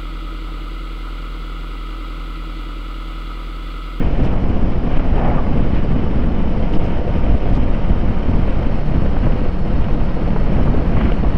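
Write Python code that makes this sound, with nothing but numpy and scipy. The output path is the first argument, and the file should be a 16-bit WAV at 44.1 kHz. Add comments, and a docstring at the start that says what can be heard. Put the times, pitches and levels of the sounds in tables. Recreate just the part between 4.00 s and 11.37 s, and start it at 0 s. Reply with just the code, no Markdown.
"""Turbulent wind buffets a microphone on the helmet of a cruising motorcyclist: eddies roar, hiss, thump
and slap, and now and then a blast pins the diaphragm. Beneath it the exhaust hums, intake gulps drone
in the airbox, the gears whine, the chain rings and the valves tick. A pickup rushes past the other way
with tyre roar and a brief whistle, and the riding gear rustles a few times."""
import sys
import numpy as np
from scipy import signal
from scipy.fft import rfft, irfft
from scipy.io import wavfile
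from scipy.ndimage import uniform_filter1d

SR = 44100
rng = np.random.default_rng(int(sys.argv[2]) if len(sys.argv) > 2 else 0)


def wrap_up_sound(samples):
    """Save the sound to the file named by the first command line argument, as 16-bit audio."""
    columns = np.atleast_2d(samples).T
    # keep every value between -1 and 1, then stretch to whole-number steps
    tamed = np.clip(columns, -1, 1)
    steps = np.round(tamed * 32767).astype(np.int16)
    wavfile.write(sys.argv[1], SR, steps)


N = 325017
TIME = np.arange(N) / SR
FREQS = np.maximum(np.arange(N // 2 + 1) * SR / N, 1)


# steady colour of the wind: f/Hz, relative level/dB
WIND_COLOUR = [(3, -9.5), (8, 9), (20, -0.5), (57, -5.5), (113, -13.5), (235, -13.5), (360, -23),
               (520, -25), (720, -28.5), (1000, -33.5), (1250, -35.5), (1600, -40.5), (2200, -41.5),
               (3000, -45)]
# treble let through by the microphone housing: f/Hz, gain/dB
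HOUSING_EQ = [(3080, 0), (3550, -10.6), (4000, -13.3), (4700, -16), (5250, -16.6), (5750, -20),
              (6300, -25.5), (7600, -30), (9700, -32), (11700, -39.5), (13500, -52), (15500, -62)]
# slow fader rides on the wind: t/s, buffeting/dB, roar/dB, hiss/dB
WIND_RIDES = [(0.0, 2, -2.5, 3), (0.6, -3, 0, 0), (1.5, -1.5, 3, 0.5), (2.05, -0.6, -2, 0.2),
              (2.5, -2, -1.3, 0), (3.3, 1.1, -2.5, 1.5), (4.0, 0, -1.5, -0.4), (4.4, -0.5, -1, 1.1),
              (5.099, 0, -2.7, -0.5), (6.1, -0.8, 0, -1.3), (6.7, -2, -0.5, 1), (7.37, 2.5, 2, -1.5)]
# one band per eddy size: upper edge/Hz, shares of buffeting, roar, hiss, gusts and lulls,
# random gusts/dB, burst depth/dB, lift after the head turn/dB
EDDY_BANDS = [(23, 0, 0.053, 0, 0.87, .5, 0.33, 0.36, 0.12),
              (72, 0.84, 0.2, 0.01, 0.8, 1.2, 0.36, 0.1, 0.46),
              (125, .8, 0.24, 0.01, 0.45, 2.2, 0.53, 0.12, -0.42),
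              (326, 0.18, 0.91, 0.29, 0.93, 1.6, 0.36, 2.64, 0.31),
              (793, 0, .15, 1, 0.26, 0.51, 0.19, 0.66, 0.28),
              (1560, 0, 0.39, 0.34, 0.47, 0.98, 0.22, 0.58, 1.6),
              (3770, 0.48, 0.03, 0.79, 0.85, 2, 0.7, 1.3, 0.15),
              (6300, 0.05, 0.18, 0.32, .15, .3, .2, 0.78, 0.36),
              (20000, 0.072, 0.054, 0.69, .2, .4, .3, 2.0, 1.8)]

def wind(db=-12.5, wander_hz=8.2):
    """Large eddies buffet, middling ones roar, small ones hiss; shared bursts shake them together."""
    times, *rides = np.transpose(WIND_RIDES)
    rides_db = np.array([np.interp(TIME, times, ride) for ride in rides])
    spectrum = colour(WIND_COLOUR) * colour(HOUSING_EQ) * (1 - lowpass(3.05))
    bursts = 0.5 * walk(40) + 0.58 * walk(91)
    shared_wander = walk(wander_hz)
    gusts, lulls = gusts_and_lulls(centres_hz=np.array(EDDY_BANDS)[:, 0] / 2)
    out, lower = 0, 0
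    for band, gust, lull in zip(EDDY_BANDS, gusts, lulls):
        edge_hz, *ride_shares, gust_share, lull_share, wander_db, burst_db, turn_db = band
        upper = lowpass(edge_hz) ** 2
        band_gain = spectrum * np.sqrt(np.maximum(upper - lower, 0))
        band_level = np.sqrt(np.sum(band_gain ** 2) / np.sum(spectrum ** 2))
        slow_db = np.dot(ride_shares, rides_db) + gust_share * gust + lull_share * lull
        slow_db += wander_db * (.5 * shared_wander + walk(wander_hz)) + turn_db * head_turn()
        flicker_db = burst_db * bursts + 0.68 * walk(36)
        out += band_level * turbulence(band_gain, flicker_db, slow_db)
        lower = upper
    return out * undb(db)


def turbulence(gain, flicker_db, slow_db):
    """Noise flickers with the small eddies and is levelled, so that gusts set its slow contour."""
    air = noise(gain) * undb(flicker_db)
    running_rms = np.sqrt(uniform_filter1d(air ** 2, size=4800))
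    return air / running_rms * unit(undb(slow_db))


# swells and dips of the wind, both: t/s, level change/dB, half length/s, eddy pitch/Hz
GUST_CUES = [(0.01, 7.5, 0.02, 199), (0.239, 3, .045, 201), (.5, -0.5, 0.035, 44.5), (.64, 4.5, 0.03, 50),
             (0.961, 5.5, 0.06, 2510), (1.17, 6.5, 0.022, 2490), (1.57, 4, 0.029, 148),
             (1.63, 2.5, 0.029, 54.9), (1.771, 6.5, 0.02, 2460), (1.99, 5, 0.056, 180), (2.3, 4, 0.14, 149),
             (2.764, 5, 0.019, 150), (2.879, 2, 0.047, 605), (3.164, -0.5, 0.058, 145),
             (3.32, 6.5, 0.037, 55), (3.559, 5, 0.05, 99.3), (3.66, 1, .04, 55.7),
             (4.08, 4.5, 0.024, 180.5), (4.379, 4, 0.054, 130.7), (4.59, 4, 0.013, 162),
             (4.964, 8.5, 0.04, 162), (5.285, 5.5, 0.027, 169.4), (5.74, 2, .05, 30),
             (5.95, 1, 0.035, 34.9), (6.564, 4.5, 0.034, 222), (6.69, 5.5, 0.073, 54.9),
             (6.8, 1.5, 0.03, 403), (7.022, 6.5, 0.048, 1895), (7.03, 4, .05, 79.6),
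             (7.26, -0.5, 0.024, 203)]
LULL_CUES = [(0.12, -2.5, 0.033, 201), (.78, -1.5, 0.032, 902), (1.42, -2.5, 0.033, 129.7),
             (1.76, -0.5, .03, 159), (3.04, -3.5, 0.023, 199), (3.39, -4.5, 0.026, 199.5),
             (4.22, -2.5, 0.039, 102.5), (4.7, -0.5, 0.029, 45), (4.85, -4, 0.057, 180),
             (5.54, -3, 0.044, 217), (5.63, -3, 0.019, 997), (5.64, -1.5, .04, 109.5),
             (6.15, -5, .03, 60.3), (7.17, -3.5, .03, 50.7)]

def gusts_and_lulls(centres_hz, gust_octaves=1.6, lull_octaves=2.4):
    """Each gust or lull spreads around one eddy pitch; gives two sets of dB curves, one curve a band."""
    def spread(cues, octaves):
        return sum(np.outer(db * np.exp(-.5 * (np.log2(centres_hz / hz) / octaves) ** 2), swell(at, half))
                   for at, db, half, hz in cues)
    return spread(GUST_CUES, gust_octaves), spread(LULL_CUES, lull_octaves)


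# large eddies hitting the helmet: t/s, level/dB, half length/s
THUMP_CUES = [(.221, -13.5, 0.014), (.508, -21, 0.0096), (.619, -23, 0.0068), (1.736, -12.5, 0.0056),
              (2.202, -19, 0.012), (3.153, -14, 0.013), (3.346, -16.5, 0.0072), (3.909, -12, 0.0064),
              (4.296, -11, 0.0089), (5.262, -15.5, 0.012), (6.679, -17, 0.0098)]
# their bass-heavy colour: f/Hz, relative level/dB
THUMP_EQ = [(20, -17.5), (50, 2.5), (110, -1), (230, -8.5), (400, -20.5), (1000, -46), (4000, -85),
            (12000, -135)]

def thumps():
    """Large eddies land on the helmet as soft, low thuds."""
    return noise_bursts(THUMP_CUES, colour(THUMP_EQ), grit_db=0.5)


# single eddies hitting the microphone: t/s, level/dB, decay/s, crack relative to body/dB
SLAP_CUES = [(.275, -19, .005, -7), (.325, -27, .006, 0), (.339, -22.5, 0.0051, 1), (0.359, -23, 0.0047, 0),
             (4.914, -23, 0.0047, -15), (5.168, -22, 0.0054, 1), (5.267, -21, .008, 0),
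             (5.311, -26, .004, -1), (5.886, -23.5, 0.0044, 4.5), (6.361, -18.5, .007, 0.5),
             (6.676, -21.5, .0055, 1), (6.739, -18.5, .006, -17), (6.97, -19, 0.005, 3),
             (7.013, -21.5, .005, 3.5), (7.098, -20.5, .005, 3), (7.249, -17, 0.0048, -5)]
# their midrange colour: f/Hz, relative level/dB
SLAP_EQ = [(60, -21), (250, 3), (600, 6.5), (1200, -1.5), (2600, -21), (6000, -41)]

def slaps(attack_s=.0016, grit_db=1.2, split_hz=750):
    """Each eddy swells quickly and dies away within milliseconds; some thud, some crack."""
    body, crack = 0, 0
    for at, db, decay_s, crack_db in SLAP_CUES:
        since = np.clip(TIME - at, -.03, .1)
        envelope = undb(db) * np.exp(np.minimum(since / attack_s, -since / decay_s))
        body += envelope
        crack += undb(crack_db) * envelope
    air = gritty_noise(colour(SLAP_EQ) * colour(HOUSING_EQ), grit_db)
    low = tint(air, lowpass(split_hz) ** 2)
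    return body * low + crack * (air - low)


# engine speed in four-stroke cycles: t/s, rate/Hz
CYCLE_RATE = [(0, 35.2), (1, 35.3), (2, 35.55), (3, 35.95), (4, 36.3), (5, 36.7), (6, 36.8), (7.37, 36.8)]

def engine():
    """Five layers follow the crank, wavering in the moving air; angle gains 2 pi per engine cycle."""
    cycle_hz = np.interp(TIME, *np.transpose(CYCLE_RATE)) * (1 + 0.00099 * walk(4.3))
    angle = 2 * np.pi * np.cumsum(cycle_hz) / SR
    return chain(angle) + valves(angle) + intake(angle) + exhaust_hum(angle) + gear_whine(angle)


# partials of the hum: multiples of the cycle rate
HUM_PARTIALS = [4, 5, 5.85, 8, 15]
# each partial after the head turn: level/dB
HUM_LEVELS = [-32.5, -35.5, -37, -47.5, -52.5]

def exhaust_hum(angle, before_turn_db=-2.5):
    """Exhaust and drive hum in low, wavering partials, a little weaker before the head turn."""
    out = 0
    for order, db in zip(HUM_PARTIALS, HUM_LEVELS):
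        level = undb(db + before_turn_db * (1 - head_turn()) + 3.8 * walk(5.6))
        out += level * unit(np.sin(order * angle + 0.33 * walk(8.3)))
    return out


# airbox resonances: f/Hz, width/Hz, relative level/dB
AIRBOX_MODES = [(337, 72, -1.5), (497, 70, 1.5), (580, 32, -3), (698, 55, -3)]
# fader ride on the drone: t/s, level/dB
INTAKE_RIDE = [(0, -38), (2.2, -37.5), (2.85, -32), (3.5, -31), (3.95, -40), (5.5, -34), (6.15, -32),
               (7.37, -34)]

def intake(angle, decay_cycles=0.099, scatter_db=3, click=0.58):
    """Two unevenly spaced gulps a cycle ring the airbox; no two alike, they smear into a throaty drone."""
    cycles = angle / (2 * np.pi)
    gulps = sum(np.exp(-((cycles - lag) % 1) / decay_cycles) for lag in (0, 1 / 4))
    gulps *= undb(scatter_db * walk(40))
    edges = unit(np.diff(gulps, prepend=gulps[0]))
    breath = unit(gulps * rng.standard_normal(N))
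    airbox = sum(undb(db) / (1 + ((FREQS - hz) / (width / 2)) ** 2) for hz, width, db in AIRBOX_MODES)
    level = undb(np.interp(TIME, *np.transpose(INTAKE_RIDE)) + walk(6.5))
    return level * unit(tint(click * edges + breath, airbox))


# gear tones: multiples of the cycle rate
GEAR_ORDERS = [13.65, 16.8, 19, 25.75, 33.6, 42, 51.5, 84.2, 102, 118.6, 139, 141, 144.8]
# swell of each tone: peak level/dB, peak t/s, half length/s
GEAR_SWELLS = [(-46, 6, 1.4), (-50.5, 3.3, 1.4), (-48, 5.1, 4.6), (-43.5, 3.33, 0.86), (-51, 3.7, 1.1),
               (-54.5, 5.3, 3.6), (-54.5, 6.5, 1.7), (-58, 2.1, 2.2), (-71, 4.2, 1.5), (-70, 5.7, 0.79),
               (-71, 5.6, 0.7), (-68.5, 3.05, 0.55), (-69.5, 6.4, 0.6)]

def gear_whine(angle, flutter_db=2.2, floor=.2):
    """Meshing gears sing; each whine swells as the rider's head turns towards it."""
    out = 0
    for order, (db, at, half) in zip(GEAR_ORDERS, GEAR_SWELLS):
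        tooth_play = .008 * walk(30)  # smears the high whines most
        level = undb(db + flutter_db * walk(16)) * np.maximum(swell(at, half), floor)
        out += level * unit(np.sin(order * (angle + tooth_play)))
    return out


# ringing harmonics of the chain: multiples of the link rate
LINK_HARMONICS = [12, 13, 14, 15, 16, 17, 18, 19]
# each harmonic: level before the head turn/dB, level after/dB
LINK_LEVELS = [(-64.5, -64), (-71, -66), (-67.5, -61.5), (-70.5, -71.5), (-69.5, -67.5), (-69.5, -68.5),
               (-72.5, -76.5), (-76, -76.5)]

def chain(angle, teeth_per_cycle=8.44, smear_hz=64, sway=.005, flutter_db=1.5):
    """Links strike the sprocket; the slack smears each harmonic into a rough band and sways its pitch."""
    out, turned = 0, head_turn()
    swayed_angle = np.cumsum(np.gradient(angle) * (1 + sway * walk(3)))
    for harmonic, (before_db, after_db) in zip(LINK_HARMONICS, LINK_LEVELS):
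        phase = harmonic * teeth_per_cycle * swayed_angle
        band = walk(smear_hz) * np.sin(phase) + walk(smear_hz) * np.cos(phase)
        out += band * undb(before_db + (after_db - before_db) * turned + flutter_db * walk(9.8))
    return out


# bright colour of the valve ticks: f/Hz, relative level/dB
VALVE_EQ = [(1000, -11), (2800, 8), (6000, -1), (10000, 0)]

def valves(angle, db=-58, decay_cycles=0.12, scatter_db=6.5, turn_db=3):
    """The valves give a faint dry tick every engine cycle, a little clearer after the head turn."""
    envelope = np.exp(-(angle / (2 * np.pi) % 1) / decay_cycles) * undb(scatter_db * walk(30))
    ticks = tint(envelope * rng.standard_normal(N), colour(VALVE_EQ) * colour(HOUSING_EQ))
    return unit(ticks) * undb(db + turn_db * head_turn())


# tyre roar of the pickup: f/Hz, relative level/dB
TYRE_EQ = [(20, -30), (400, -1.5), (740, 2.5), (1180, -10), (1600, -13.5), (2300, -18.5), (3200, -36.5),
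           (5000, -50), (15000, -80)]

def pickup(at=1.295, closing_m_per_s=46, gap_m=3.5, db=-22.5, lead_s=0.033, split_hz=720):
    """The oncoming truck swells and fades with distance: the low rush of its front, then the tyres."""
    roar = noise(colour(TYRE_EQ)) * undb(db + 0.6 * walk(30))
    low = tint(roar, lowpass(split_hz) ** 2)
    out = 0
    for part, nearest_s in ((low, at - lead_s), (roar - low, at)):
        distance_m = np.hypot(gap_m, closing_m_per_s * (TIME - nearest_s))
        exposure = swell(nearest_s, 0.16)  # fairing and rider screen it when far ahead or behind
        out += part * gap_m / distance_m * exposure
    return out


def whistle(at=1.388, half_s=.011, hz=1170, fall_hz_per_s=4000, db=-27.5):
    """A brief falling whistle as the truck goes by."""
    pitch_hz = hz - fall_hz_per_s * (TIME - at)
    return undb(db) * swell(at, half_s) * np.sin(2 * np.pi * np.cumsum(pitch_hz) / SR)


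# rustles of the riding gear: t/s, level/dB, half length/s
RUSTLE_CUES = [(0.256, -47, 0.015), (1.75, -55, .008), (1.884, -58, .02), (2.738, -49, 0.013),
               (2.754, -47, .005), (2.853, -51, 0.017), (3.502, -51, 0.0058), (3.552, -48, 0.012),
               (3.568, -53, 0.0054)]
# their crisp colour: f/Hz, relative level/dB
RUSTLE_EQ = [(1500, -6), (3000, 11.5), (5300, 4.5), (6600, -5), (10500, -15), (13500, -23), (15500, -42)]

def rustles():
    """The riding gear rustles in faint, grainy flecks of treble."""
    return noise_bursts(RUSTLE_CUES, colour(RUSTLE_EQ), grit_db=3.5)


def head_turn(at=4.3, ease_s=.3):
    """Crossfade from 0 before the rider's head turns to 1 after it."""
    return .5 + .5 * np.tanh((TIME - at) / ease_s)


def noise_bursts(cues, gain, grit_db):
    """Short swells of gritty noise from rows of t/s, level/dB, half length/s."""
    return sum(undb(db) * swell(at, half) for at, db, half in cues) * gritty_noise(gain, grit_db)


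def gritty_noise(gain, grit_db):
    """Coloured noise of rms 1, roughened by a fast level flutter."""
    return unit(noise(gain) * undb(grit_db * walk(350)))


def swell(at, half):
    """A bell-shaped envelope; its half length is one standard deviation in seconds."""
    return np.exp(-.5 * np.minimum(((TIME - at) / half) ** 2, 100))


def walk(hz):
    """Random modulation of rms 1, rolling off above hz."""
    return noise(lowpass(hz, order=2))


def noise(gain):
    """Noise of rms 1, coloured by a gain at every frequency."""
    return unit(tint(rng.standard_normal(N), gain))


def tint(x, gain):
    """Filter with the given gain at every frequency."""
    return irfft(rfft(x) * gain, N)


def colour(points):
    """EQ curve: gain at every frequency from rows of f/Hz, level/dB."""
    hz, db = np.transpose(points)
    return undb(np.interp(np.log(FREQS), np.log(hz), db))


def lowpass(hz, order=4):
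    """Low-pass gain at every frequency."""
    return 1 / np.sqrt(1 + (FREQS / hz) ** (2 * order))


def unit(x):
    """Scale to an rms of 1."""
    return x / np.sqrt(np.mean(x ** 2))


def undb(db):
    """Decibels to gain."""
    return 10 ** (np.asarray(db) / 20)


def scene():
    """The mono mix at the helmet, wind in front."""
    return (wind() + thumps() + slaps() + engine() + pickup() + whistle() + rustles())[None]


# pressure blasts that pin the diaphragm: t/s, half length/s
BLAST_CUES = [(.984, 0.0037), (1.125, 0.0018), (2.7838, 0.0039), (3.707, 0.0021)]

def record(dry, stop=-.62, ceiling=.95, fade_s=.004, top_hz=15700):
    """Blasts push the diaphragm to its stop, where it goes deaf; peaks are rounded and the top is cut."""
    for at, half in BLAST_CUES:
        push = swell(at, 1.56 * half)
        pushed = dry * (1 - 0.15 * push) + stop * push
        pinned = np.exp(-np.abs((TIME - at) / half) ** 10)
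        dry = pushed * (1 - pinned) + stop * pinned
    rounded = dry / (1 + (np.abs(dry) / ceiling) ** 6) ** (1 / 6)
    fade_in = np.minimum(TIME / fade_s, 1)
    high_cut = signal.ellip(8, .2, 70, top_hz, fs=SR, output="sos")
    return signal.sosfilt(high_cut, rounded * fade_in)


dry = scene()
out = record(dry)
wrap_up_sound(out)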